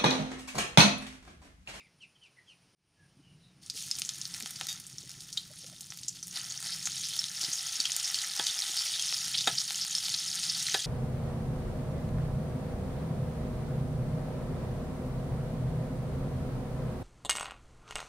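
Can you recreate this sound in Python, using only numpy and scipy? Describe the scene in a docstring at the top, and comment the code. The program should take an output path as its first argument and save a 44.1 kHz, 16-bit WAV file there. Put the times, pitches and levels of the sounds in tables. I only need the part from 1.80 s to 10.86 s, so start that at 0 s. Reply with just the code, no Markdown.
"""A yard, beside a wok of hot oil on a wood-fired clay stove. Chicks peep, birds whistle, insects trill.
Moist food drops in and spits: the harder the oil fries, the denser its bubbles and the louder its stray
pops. A steel ladle presses, scrapes and stirs, so the sizzle swells, and its knocks excite the modes of
wok and ladle. Over the fire's rumble lies a low, wavering hum, perhaps a distant engine or pump.
Once, before the frying begins, the level dips briefly."""
import sys
import numpy as np
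from scipy import signal
from scipy.fft import rfft, irfft
from scipy.io import wavfile

SR = 44100
rng = np.random.default_rng(int(sys.argv[2]) if len(sys.argv) > 2 else 0)


def generate_wav(signal):
    """Clip the signal to [-1, 1] and save it as 16-bit WAV at the path in sys.argv[1]."""
    frames = np.transpose(np.atleast_2d(signal))
    scaled = np.clip(frames, -1, 1) * 32767
    pcm = np.round(scaled).astype(np.int16)
    wavfile.write(sys.argv[1], SR, pcm)


N = 399546
TIME = np.arange(N) / SR

# Levels in the tables are relative: each source and the mix apply further gains.
# how hard the oil fries: time_s, fine_db, coarse_db
FRYING_LEVELS = [(2.1, -42, -56.5), (2.78, -43.5, -53.5), (2.93, -43.5, -50), (3.05, -47, -58),
                 (4.5, -46.5, -62), (4.77, -43, -55.5), (4.97, -41, -55.5), (5.26, -36.5, -55.5),
                 (5.5, -39.5, -52), (5.78, -37, -50.5), (6.55, -36, -47), (7.02, -34.5, -49),
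                 (7.9, -36, -52), (8.9, -34.5, -50), (9.06, -36, -56)]
# surges of bubbling as the food shifts or the ladle pushes into it: start_s, rise_s, boost_db
BUBBLING_SURGES = [(2.53, 0.023, 4), (3.28, 0.021, 4), (4.48, .09, 15), (4.81, .04, 8), (5.6, .025, 5)]
# spectra of fine sizzle, coarse bubbling and dry cracks: frequency_hz, level_db
FINE_SPECTRUM = [(1200, -33.5), (2400, -10.5), (3200, -0.5), (5200, -3.5), (6700, -3), (7700, -8),
                 (9200, -2.5), (11000, -12.5), (13000, -21), (16000, -17)]
COARSE_SPECTRUM = [(200, -18), (450, -14.5), (750, -8), (1020, -8.5), (1350, -5), (1900, 3.5), (2400, -3),
                   (3300, -17)]
CRACK_SPECTRUM = [(150, -12), (450, -12.5), (700, -1.5), (1100, -1), (2000, 6.5), (3600, 8.5), (6000, -1),
                  (10000, -0.5), (16000, -24)]
# water drops bursting in the oil: start_s, level_db, pitch_hz, click_db, ring_t60_s, spray_db
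DROP_POPS = [(1.898, -20, 4870, 3, 0.025, -16), (2.112, -12.5, 5180, 7, 0.032, -27),
             (2.1855, -21.5, 8000, 12, .008, -13), (2.2181, -13.5, 3700, 13, 0.008, -25),
             (2.249, -21.5, 6700, -16, .0065, -20), (2.2903, -16, 3600, 0, 0.007, -19),
             (2.414, -19.5, 5530, 11, .01, -20), (2.453, -20, 4420, 4, 0.017, -26),
             (2.5393, -24.5, 5500, 3, .012, -16), (2.6583, -25, 4000, 14, .008, -18),
             (2.757, -29, 4500, 1, .012, -13), (3.066, -28.5, 8550, -1, 0.013, -14.5),
             (3.182, -24.5, 5460, -4, 0.0088, -21), (3.405, -27, 6200, 10, 0.0091, -16),
             (3.527, -26, 6000, 1, .01, -8.5), (4.007, -25.5, 8650, -5, .005, -14.5),
             (4.103, -27, 6000, -17, .008, -18), (4.232, -29, 5700, 14, .01, -14.5),
             (4.2836, -23, 6450, 37, .013, -19.5), (4.427, -27.5, 6020, -19, 0.034, -11.5),
             (4.722, -22, 6640, 1, 0.012, -24), (4.8698, -20.5, 7000, 8, 0.0058, -18),
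             (5.055, -17, 7100, -13, 0.0082, -21), (5.39, -16.5, 5400, -12, 0.021, -22),
             (5.44, -16, 3920, 6.5, 0.034, -28), (5.6118, -17, 5570, -1, 0.009, -13),
             (6.0009, -13.5, 4600, -9, 0.011, -16.5), (6.053, -14.5, 3250, -4, 0.035, -12.5),
             (6.1182, -13.5, 5200, 2, 0.0073, -19), (6.3432, -15.5, 4520, -3, 0.013, -15.5),
             (6.387, -17, 4800, -3, 0.011, -24), (6.667, -12.5, 3900, 0, 0.014, -18),
             (6.7892, -17, 4560, 9, 0.014, -34), (6.82, -15, 4570, 4, 0.014, -22),
             (7.195, -16, 3280, -2, 0.03, -23), (7.607, -17.5, 4220, -2, .015, -15),
             (8.15, -15, 5250, 1, 0.04, -21), (8.182, -19, 5500, -10, .012, -15),
             (8.865, -18.5, 4100, -8, .018, -15)]
# wet squelches of the food and a few short, lower ladle scrapes: middle_s, length_s, pitch_hz, level_db
SQUELCHES_AND_SCRAPES = [(2.264, .028, 7000, -35), (3.815, 0.033, 5760, -41.5), (4.288, 0.024, 6800, -27),
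                         (4.933, 0.049, 4670, -34), (5.064, 0.037, 6500, -29), (4.704, 0.027, 6360, -34),
                         (5.738, .08, 6300, -31), (5.96, .03, 5700, -29), (5.252, 0.044, 5160, -33),
                         (5.649, 0.038, 4800, -30), (6.252, 0.051, 5340, -29), (6.44, 0.02, 1900, -35.5),
                         (6.691, .047, 3560, -27), (6.983, 0.063, 4630, -27), (7.064, 0.024, 2300, -36),
                         (7.156, .04, 3870, -30.5), (7.29, .035, 5140, -30.5), (7.342, .025, 5100, -28),
                         (7.548, 0.025, 3500, -22), (7.592, 0.055, 3580, -26.5), (7.783, 0.023, 4640, -24),
                         (8.023, 0.06, 4860, -31), (8.346, 0.019, 4140, -23), (8.389, .04, 4950, -31),
                         (8.642, 0.034, 4400, -30), (8.699, .037, 4930, -27.5), (8.885, 0.019, 2000, -36)]
# dry, broadband cracks: start_s, level_db
DRY_CRACKS = [(2.218, -18.5), (2.5448, -17), (2.606, -19.5), (2.6593, -15), (2.8107, -11.5), (4.1213, -23),
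              (5.0717, -13.5), (5.665, -24), (6.79, -24), (6.8937, -18), (7.066, -29), (7.3248, -11.5),
              (7.9059, -12), (8.283, -13.5), (9.0432, -20.5)]
# bright snaps of oil film: start_s, level_db, pitch_hz
FILM_SNAPS = [(2.025, -21, 7500), (2.171, -27, 14100), (2.196, -18, 8000), (2.476, -23, 7900),
              (2.602, -19, 7700), (2.625, -19, 6000), (2.708, -16.5, 11000), (2.869, -19, 6300),
              (2.928, -21, 6500), (3.0, -25, 9500), (3.294, -25.5, 3900), (3.316, -29, 5300),
              (3.434, -32, 5500), (4.02, -31, 8100), (4.174, -24.5, 7300), (4.471, -23.5, 8300),
              (4.481, -24, 8800), (4.804, -20, 7300), (4.827, -19, 6000), (5.3664, -17, 5500),
              (6.1646, -8, 7000), (6.5643, -18, 5100), (6.9686, -15, 5000), (7.92, -18, 5700),
              (8.0498, -16, 5700), (8.551, -20, 5600)]
# resonances of the wok's bowl: centre_hz, width_hz, gain_db
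BOWL_RESONANCES = [(662, 67, -4.5), (791, 51, -2.5), (1297, 156, -0.5), (3700, 150, -11), (4560, 220, -3),
                   (5340, 590, -0.5), (6450, 530, -5)]
# knocks of steel on wok or plate:
# start_s, wok_db, ladle_db, favoured_wok_hz, favoured_ladle_hz, rebound_delay_s, rebound_db
LADLE_KNOCKS = [(2.811, -50, -52, 662, 3700, .005, -15), (3.573, -81, -33.5, 800, 3790, .0022, -6),
                (6.5944, -35.5, -33, 960, 3400, .008, -22), (7.673, -27.5, -29.5, 1290, 3660, .0043, -4),
                (8.9425, -31.5, -30.5, 1684, 3980, .0052, -4), (8.992, -74, -40.5, 1690, 3300, .0055, -5)]
# modes of the wok, damped by its clay seat, and of the hand-held ladle: pitch_hz, level_db, t60_s
WOK_MODES = [(169, -10.5, 0.053), (290, -6, 0.026), (427, -13.5, .06), (662, -2.5, .045), (735, -1, 0.026),
             (796, 2, 0.046), (880, -5, .02), (960, -12, .12), (1080, -7, .025), (1280, -3, .04),
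             (1340, -6.5, .035), (1517, -1.5, .04), (1630, 4, 0.015), (1703, -10, 0.12), (1727, -4.5, .05),
             (1936, -3.5, 0.036), (2590, -3.5, 0.038)]
LADLE_MODES = [(3160, 2, .045), (3275, 5, 0.029), (3430, 4, .022), (3700, 2, 0.043), (3820, 7.5, 0.019),
               (4100, -8, 0.12), (4540, 0, .022), (4800, 6, 0.028), (6640, -4, .05), (7350, -1, 0.02)]
# spectrum of the wok jolting in its seat: frequency_hz, level_db
SEAT_SPECTRUM = [(130, -10), (250, -2), (380, -4.5), (550, -2), (750, 1.5), (1050, -7.5), (1600, -2.5),
                 (2800, -13.5), (4000, -22)]
# modes of a steel plate: centre_hz, width_hz, gain_db
PLATE_MODES = [(1976, 10, -4), (3410, 10, 0), (3720, 40, 0), (4720, 20, -1), (5150, 20, -5), (5930, 15, 0),
               (6500, 260, -11)]
# joint strength of the fire's rumble and the hum: time_s, level_db
RUMBLE_LEVELS = [(0.0, -69.5), (0.48, -74), (1.16, -69.5), (1.34, -65.5), (1.82, -65.5), (2.07, -62.5),
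                 (4.77, -62.5), (5.02, -60), (5.7, -65), (6.0, -67), (6.4, -67), (7.33, -66.5), (7.55, -59),
                 (7.72, -60), (7.9, -64.5), (8.58, -60), (9.06, -62)]
# spectrum of the flames: frequency_hz, level_db
FLAME_SPECTRUM = [(25, -12), (55, -10), (85, -6), (115, -2), (143, -6.5), (175, -0.5), (220, -6.5),
                  (310, -10.5), (420, -21), (800, -47)]
# pitches of a low, wavering hum, perhaps a distant engine or pump: centre_hz, width_hz, gain_db
HUM_BANDS = [(94.5, 5.2, 5), (130.5, 4.4, 15), (143.9, 5.3, 15.5), (159.2, 5.3, 8), (176.3, 4.5, 8),
             (337, 25, -0.5)]
# falling peeps of chicks, flatter whistles of far birds: middle_s, length_s, start_pitch_hz, level_db
CHICK_PEEPS = [(0.0, 0.057, 3070, -51.5), (.05, 0.091, 2640, -62), (.228, 0.063, 3216, -49.5),
               (.445, .09, 3240, -55), (.704, 0.098, 3410, -55.5)]
BIRD_WHISTLES = [(.362, 0.03, 3170, -60.5), (.588, 0.059, 2040, -56), (1.223, 0.16, 1713, -66.5),
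                 (1.485, 0.23, 3000, -67.5), (1.655, 0.18, 4030, -66.5)]
# partials of a raspy call, whose cycles alternate strong and weak: pitch_ratio, level_db
RASP_PARTIALS = [(.5, -19), (1.5, 0.5), (2, -0.5), (2.5, -11), (3, -7)]
# soft low blips and duller bumps: middle_s, pitch_hz, level_db
SOFT_BLIPS = [(3.712, 600, -58), (3.845, 513, -60.5), (3.885, 674, -66), (3.932, 590, -61)]
DULL_BUMPS = [(1.4, 248, -59.5), (1.95, 328, -59.5), (2.635, 188, -50), (3.24, 318, -59.5),
              (3.38, 320, -62), (5.64, 318, -59.5), (5.69, 180, -52), (6.0, 290, -55), (6.9, 295, -58.5)]
# trills of insects: centre_hz, width_hz, level_db, throb_hz, start_s
INSECT_TRILLS = [(9500, 640, -80.5, 7.4, 0), (8500, 110, -91, 7.3, 0.76)]
# strength of the yard's ambient noise: time_s, level_db
YARD_LEVELS = [(0, -71.5), (.9, -69.5), (1.1, -71.5), (1.8, -69), (9.06, -77)]
# spectrum of that noise: frequency_hz, level_db
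YARD_SPECTRUM = [(180, -14), (300, -3.5), (1810, -9.5), (2930, -6), (3520, -11.5), (5430, -7),
                 (7820, -19.5), (9550, -14), (10600, -24), (15000, -31), (16000, -28)]
# spectral weighting of the stereo side signal: frequency_hz, gain_db
SIDE_SPECTRUM = [(3000, -79), (4200, -69), (5200, -66), (8000, -59), (16000, -30)]

DRIPS_S, LANDS_S, STIR_S = 1.81, 1.936, 4.5  # water drips in, the food lands, stirring begins


def sizzle(base_per_s=5000, base_db=-36, doubling_db=5.5, crisp_db=5.5, dulling_db_per_s=1):
    """Bubble resonance: over a steam hiss, bubbles burst in clumps; small ones ring high, large low."""
    fine_db, coarse_db = frying_levels()
    clumping = from_db(1.67 * drift(22))
    per_s = base_per_s * 2 ** ((fine_db - base_db) / doubling_db) * clumping
    hiss = from_db(-5) * rng.standard_normal(N)
    small = bubbles(grains(per_s * 1.5, spread_db=4.5), 2065, 13950, q=8.2, sizes=20)
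    ticks = from_db(-4) * rms_one(grains(per_s * .37, spread_db=2))
    spits = from_db(-4) * bubbles(grains(per_s * .02, spread_db=1.5), 3010, 7020, q=17, sizes=16)
    spits *= from_db(-10 * (TIME < STIR_S))
    crackle = from_db(-6.5) * rms_one(grains(110, spread_db=2.5))
    large = bubbles(grains(per_s * .6, spread_db=3.5), 540, 2770, q=3, sizes=12)
    fine = rms_one(colour(small + crackle + ticks + hiss, FINE_SPECTRUM))
    coarse = rms_one(colour(large + ticks + hiss, COARSE_SPECTRUM))
    # once stirred, the food slowly covers the oil and dulls the treble
    treble = signal.sosfilt(signal.butter(1, 9000, "high", fs=SR, output="sos"), fine)
    treble_gain = from_db(crisp_db - dulling_db_per_s * np.maximum(TIME - STIR_S, 0))
    fine = fine + (treble_gain - 1) * treble + spits
    return from_db(fine_db) * fine + from_db(coarse_db + .5) * coarse


def frying_levels(drips_db=-6.5, flare_db=8.5, flare_s=.073, surge_decay_s=.125, fine_share=.54):
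    """Boiling sets the fine and coarse levels (dB): first drips, a flare as food lands, then surges."""
    wet = np.clip((TIME - DRIPS_S) / .02, 1e-4, 1)
    landed = np.clip((TIME - LANDS_S) / .035, 0, 1)
    onset = 20 * np.log10(wet) + drips_db * (1 - landed)
    flare = flare_db * landed * np.exp(-np.abs(TIME - LANDS_S) / flare_s)
    surge = 0
    for s, rise_s, db in BUBBLING_SURGES:
        subsiding = np.exp(-np.maximum(TIME - s - rise_s, 0) / surge_decay_s)
        surge += db * np.clip((TIME - s) / rise_s, 0, 1) * subsiding
    fine, coarse = curves(FRYING_LEVELS)
    return fine + onset + flare + fine_share * surge, coarse + onset - flare + surge


def bubbles(clicks, low_hz, high_hz, q, sizes):
    """Impulse excitation: each click rings one bubble, whose randomly chosen size sets its pitch."""
    size = rng.integers(0, sizes, N)
    pitches = np.geomspace(low_hz, high_hz, sizes)
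    return rms_one(sum(resonance(clicks * (size == k), hz, hz / q) for k, hz in enumerate(pitches)))


def pops(level_db=4.5, stray_click_db=10, stray_t60=.011, stray_spray_db=-13, spray_t60=.064):
    """Cavity resonance: a drop bursts with a click, its cavity rings, and a spray of droplets follows."""
    out, t = np.zeros(N), np.arange(4096) / SR
    lesser = strays(LANDS_S, per_s=6, over_db=10, spread_db=9.5)
    lesser = [(*row, stray_click_db, stray_t60, stray_spray_db) for row in lesser]
    for s, db, hz, click_db, t60, spray_db in DROP_POPS + lesser:
        cavity = np.sin(2 * np.pi * hz * t) * decay(t, t60)
        rupture = (t == 0) + 1.1 * rng.standard_normal(len(t)) * decay(t, .0027)
        click = resonance(colour(rupture, FINE_SPECTRUM), hz, 2800)
        burst = peak_one(cavity + 2 * from_db(click_db) * peak_one(click))
        droplets = double_resonance(rng.standard_normal(len(t)) ** 3, hz, 5300)
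        spray = from_db(spray_db + 1.5) * rms_one(droplets) * decay(t, spray_t60)
        add(out, s + .001019, from_db(db + level_db) * (burst + spray))
    return low_cut(out, hz=1200)


def squelches_and_scrapes(level_db=1.5, q=3.6, rough_db=5, stray_length_s=.036):
    """Band-limited noise in sputtering swells: wet squelches of food and a few lower ladle scrapes."""
    out = np.zeros(N)
    lesser = strays(STIR_S, per_s=3, over_db=3, spread_db=2, low_hz=3500, high_hz=6030)
    lesser = [(s, stray_length_s, hz, db) for s, db, hz in lesser]
    for s, length_s, hz, db in SQUELCHES_AND_SCRAPES + lesser:
        swell = np.hanning(round(length_s * SR))
        sputter = rng.standard_normal(8192) * from_db(rough_db * np.repeat(rng.standard_normal(256), 32))
        band = resonance(resonance(sputter, hz, hz / q), hz, hz / 2)
        add(out, s - length_s / 2, from_db(db + level_db) * swell * rms_one(band[:len(swell)]))
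    return out


def cracks(level_db=2.5):
    """A brief impulse has a broad spectrum: dry cracks in the oil reach down into the middle range."""
    out, t = np.zeros(N), np.arange(1024) / SR
    lesser = strays(LANDS_S, per_s=2.5, over_db=12.5, spread_db=10)
    for s, db in DRY_CRACKS + list(lesser[:, :2]):
        impulse = (t == 0) + .15 * rng.standard_normal(len(t)) * decay(t, .005)
        add(out, s + .001026, from_db(db + level_db) * peak_one(colour(impulse, CRACK_SPECTRUM)))
    return out


def snaps(level_db=3, width_hz=6000, tear_t60=.0074):
    """Film rupture: thin films of oil snap, each a bright tick with a brief tearing tail."""
    out, t = np.zeros(N), np.arange(512) / SR
    lesser = strays(LANDS_S, per_s=20, over_db=10.5, spread_db=8, low_hz=3000, high_hz=9800)
    for s, db, hz in FILM_SNAPS + list(lesser):
        rupture = (t == 0) + .3 * rng.standard_normal(len(t)) * decay(t, tear_t60)
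        add(out, s, from_db(db + level_db) * peak_one(resonance(rupture, hz, width_hz)))
    return out


def strays(start_s, per_s, over_db, spread_db, low_hz=3600, high_hz=8000):
    """A random point process of bursts that grow louder with the sizzle: time_s, level_db, pitch_hz."""
    when, size, pitch, chance = rng.random((256, 4)).T
    span_s = TIME[-1] - start_s
    s = start_s + when * span_s
    db = np.interp(s, TIME, frying_levels()[0]) + over_db + spread_db * (size - .5)
    hz = low_hz * (high_hz / low_hz) ** pitch
    return np.transpose([s, db, hz])[chance < per_s * span_s / len(s)]


def ladle_knocks(rebound_thud_db=-12):
    """Impact: each knock rings wok and ladle, crushes food, jolts the wok's seat and rebounds once."""
    out, t = np.zeros(N), np.arange(SR // 2) / SR
    for s, wok_db, ladle_db, wok_hz, ladle_hz, rebound_s, rebound_db in LADLE_KNOCKS:
        for after_s, db, thud_db in (0, 0, 0), (rebound_s, rebound_db, rebound_thud_db):
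            noise = rng.standard_normal((3, len(t)))
            grit = from_db(-1) * rms_one(colour(noise[0], CRACK_SPECTRUM)) * decay(t, .072)
            jolt = from_db(2.5) * rms_one(colour(noise[1], SEAT_SPECTRUM)) * decay(t, .058)
            scuff = rms_one(resonance(noise[2], 4900, 2300)) * decay(t, .033)
            wok = struck(WOK_MODES, t, wok_hz, favour_db=4.5, reach=.035, sustain=.64)
            ladle = struck(LADLE_MODES, t, ladle_hz, favour_db=7.5, reach=.052, sustain=.11)
            thud = from_db(wok_db + thud_db) * low_cut(wok + grit + jolt, hz=170)
            ring = from_db(ladle_db) * low_cut(ladle + scuff, hz=2370)
            add(out, s + after_s, from_db(db) * (thud + ring))
    return out


def struck(modes, t, favoured_hz, favour_db, reach, sustain):
    """Modal superposition: the modes that the point of contact favours ring louder and longer."""
    out = 0
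    for k, (hz, db, t60) in enumerate(modes):
        favoured = np.exp(-(np.log(hz / favoured_hz) / reach) ** 2)
        strength = (-1) ** k * from_db(db + rng.normal(0, 1) + favour_db * favoured)
        out += strength * np.sin(2 * np.pi * hz * t) * decay(t, t60 * (1 + sustain * favoured))
    return out


def ladle_slide(start_s=2.884, level_db=-31, attack_s=.005, t60=.18):
    """Friction: the ladle slides off the steel plate, exciting its modes, and the rubbing dies away."""
    out, t = np.zeros(N), np.arange(SR // 2) / SR
    friction = grains(3000, spread_db=2)
    scrape = from_db(-21) * resonance(friction, 4800, 5000)
    slide = rms_one(resonators(friction, PLATE_MODES) + scrape)
    envelope = np.minimum(t / attack_s, 1) * decay(t, t60)
    add(out, start_s, from_db(level_db) * slide[-len(t):] * envelope)
    return out


def fire_and_hum(level_db=2.5, flutter_db=2, hum_share=.74):
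    """Beating: a low hum of close pitches, perhaps a far engine or pump, wavers over the fire's rumble."""
    strength_db, = curves(RUMBLE_LEVELS)
    rumble = colour(rng.standard_normal(N), FLAME_SPECTRUM)
    hum_gain = from_db(hum_share * (strength_db - strength_db.max()))
    hum = hum_gain * resonators(rumble, HUM_BANDS)
    return from_db(strength_db + level_db + flutter_db * drift(25)) * rms_one(rumble + hum)


def birds(bend=1.6, hoarseness=1.35):
    """Period doubling: half-order partials roughen each call, a wavering tone that falls ever faster."""
    out = np.zeros(N)
    waver = 1 + .035 * drift(260)
    tremble = from_db(2.5 * drift(150))
    roughness = 1 + hoarseness * drift(350)
    for calls, fall, rasp_db in (CHICK_PEEPS, .39, -18.5), (BIRD_WHISTLES, .089, -34):
        for s, length_s, hz, db in calls:
            progress = np.linspace(0, 1, round(length_s * SR))
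            now = round(s * SR) + np.arange(len(progress))
            pitch_hz = hz * (1 - fall * progress ** bend) * waver[now]
            phase = 2 * np.pi * np.cumsum(pitch_hz) / SR
            rasp = sum(from_db(rasp_db + part_db) * np.sin(k * phase) for k, part_db in RASP_PARTIALS)
            tone = np.sin(phase) + roughness[now] * rasp
            call = from_db(db) * tone * tremble[now] * np.sin(np.pi * progress) ** 2
            already_sung = max(0, round((length_s / 2 - s) * SR))
            add(out, s - length_s / 2, call[already_sung:])
    return out + reflections(out, t60=.2, wet_db=-4)


def blips(length_s=.035, width_hz=140):
    """Narrow-band noise has a vague pitch: short swells of it are heard as dull blips and bumps."""
    out, swell = np.zeros(N), np.hanning(round(length_s * SR))
    for s, hz, db in SOFT_BLIPS + DULL_BUMPS:
        band = double_resonance(rng.standard_normal(SR // 4), hz, width_hz)
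        add(out, s - length_s / 2, from_db(db) * swell * rms_one(band[-len(swell):]))
    return out


def insects(throb_depth=.56):
    """Stridulation: far insects make narrow bands of noise that throb in amplitude."""
    out = np.zeros(N)
    for hz, width_hz, db, throb_hz, start_s in INSECT_TRILLS:
        band = rms_one(double_resonance(rng.standard_normal(N), hz, width_hz))
        throb = 1 + throb_depth * np.sin(2 * np.pi * throb_hz * TIME + drift(6.1))
        out += from_db(db) * band * throb * (TIME > start_s)
    return out


def yard_air():
    """Ambient noise: the air of the yard is a faint broadband hush of slowly varying level."""
    level_db, = curves(YARD_LEVELS)
    return from_db(level_db) * rms_one(colour(rng.standard_normal(N), YARD_SPECTRUM))


def reflections(x, t60, wet_db, gap_s=.0017):
    """Reverberation: dense echoes from the ground and nearby walls decay exponentially."""
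    t = np.arange(SR // 2) / SR
    tail = rng.standard_normal(len(t)) * decay(t, t60) * (t > gap_s)
    return from_db(wet_db) * signal.oaconvolve(x, tail / np.linalg.norm(tail))[:N]


def grains(per_s, spread_db):
    """Shot noise: random clicks of either sign and very uneven size."""
    out = np.zeros(N)
    at = np.flatnonzero(rng.random(N) < per_s / SR)
    size = from_db(spread_db * np.minimum(rng.exponential(1, N)[at], 5))
    out[at] = size * np.sign(rng.random(N)[at] - .5)
    return out


def drift(rate_hz, step=40):
    """Low-passed noise: a slow random fluctuation with rms near 1."""
    pole = np.exp(-2 * np.pi * rate_hz * step / SR)
    noise = rng.standard_normal(N // step + 2002)
    slow = signal.lfilter([1], [1, -2 * pole, pole * pole], noise)[2000:]
    return np.interp(np.arange(N) / step, np.arange(len(slow)), rms_one(slow))


def colour(x, spectrum, size=4096):
    """Minimum-phase filtering to a spectrum, falling 12 dB per octave beyond its ends."""
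    hz, db = np.transpose(spectrum)
    log_hz = np.log(np.maximum(np.arange(size // 2 + 1), .5) * SR / size)
    skirts = np.maximum(np.log(hz[0]) - log_hz, 0) + np.maximum(log_hz - np.log(hz[-1]), 0)
    cepstrum = irfft(np.log(from_db(np.interp(log_hz, np.log(hz), db))) - 2 * skirts)
    cepstrum[1:size // 2] *= 2  # folding the cepstrum makes the response causal
    cepstrum[size // 2 + 1:] = 0
    return signal.oaconvolve(x, irfft(np.exp(rfft(cepstrum))))[:len(x)]


def resonance(x, hz, width_hz):
    """A damped oscillator: a band-pass with unit gain at its peak."""
    r = np.exp(-np.pi * width_hz / SR)
    feedback = [1, -2 * r * np.cos(2 * np.pi * hz / SR), r * r]
    return signal.lfilter(np.array([1, 0, -1]) * (1 - r * r) / 2, feedback, x + 1e-18)


def double_resonance(x, hz, width_hz):
    """Two equal resonators in series give steeper skirts."""
    return resonance(resonance(x, hz, width_hz), hz, width_hz)


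def resonators(x, modes):
    """Resonators in parallel: their responses add."""
    return sum(from_db(db) * resonance(x, hz, width_hz) for hz, width_hz, db in modes)


def low_cut(x, hz):
    """Radiation efficiency: a small body radiates little bass."""
    return signal.sosfilt(signal.butter(2, hz, "high", fs=SR, output="sos"), x + 1e-18)


def decay(t, t60):
    """Exponential damping by 60 dB in t60 seconds."""
    return np.exp(-np.log(1000) * t / t60)


def from_db(db):
    """Decibels to amplitude ratio."""
    return 10 ** (np.asarray(db) / 20)


def rms_one(x):
    """Normalisation to rms 1."""
    return x / np.sqrt(np.mean(x ** 2) + 1e-20)


def peak_one(x):
    """Normalisation to peak 1."""
    return x / np.abs(x).max()


def curves(rows):
    """Linear interpolation of each level column at every sample."""
    s, *columns = np.transpose(rows)
    return [np.interp(TIME, s, column) for column in columns]


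def add(out, start_s, sound):
    """Superposition of a sound from start_s onward."""
    at = max(0, round(start_s * SR))
    out[at:at + len(sound)] += sound[:max(0, N - at)]


def scene():
    """Superposition: frying resonates in the bowl and joins the yard, nearly mono but for the treble."""
    oil = sizzle() + pops() + squelches_and_scrapes() + cracks() + snaps()
    oil = from_db(-7.5) * (oil + resonators(oil, BOWL_RESONANCES))
    cooking = oil + ladle_knocks() + ladle_slide()
    echoes = reflections(cooking, t60=.027, wet_db=-13.5) + reflections(cooking, t60=.19, wet_db=-10.5)
    mid = cooking + echoes + yard_air() + fire_and_hum() + birds() + insects() + blips()
    side = colour(reflections(mid, t60=.01, wet_db=0, gap_s=0), SIDE_SPECTRUM)
    return np.array([mid + side, mid - side])


def record(dry, dip_s=.95, dip_db=-35, recovery_s=.32, cutoff_hz=15600):
    """Attenuation and band-limiting: the level dips once and fades back; the highest treble is cut."""
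    recovery = np.minimum(from_db(dip_db) + (TIME - dip_s) / recovery_s, 1)
    gain = np.where(TIME < dip_s, 1, recovery)
    low_pass = signal.firwin(201, cutoff_hz, fs=SR)
    return signal.oaconvolve(dry * gain, low_pass[None], "same", axes=1)


dry = scene()
out = record(dry)
generate_wav(out)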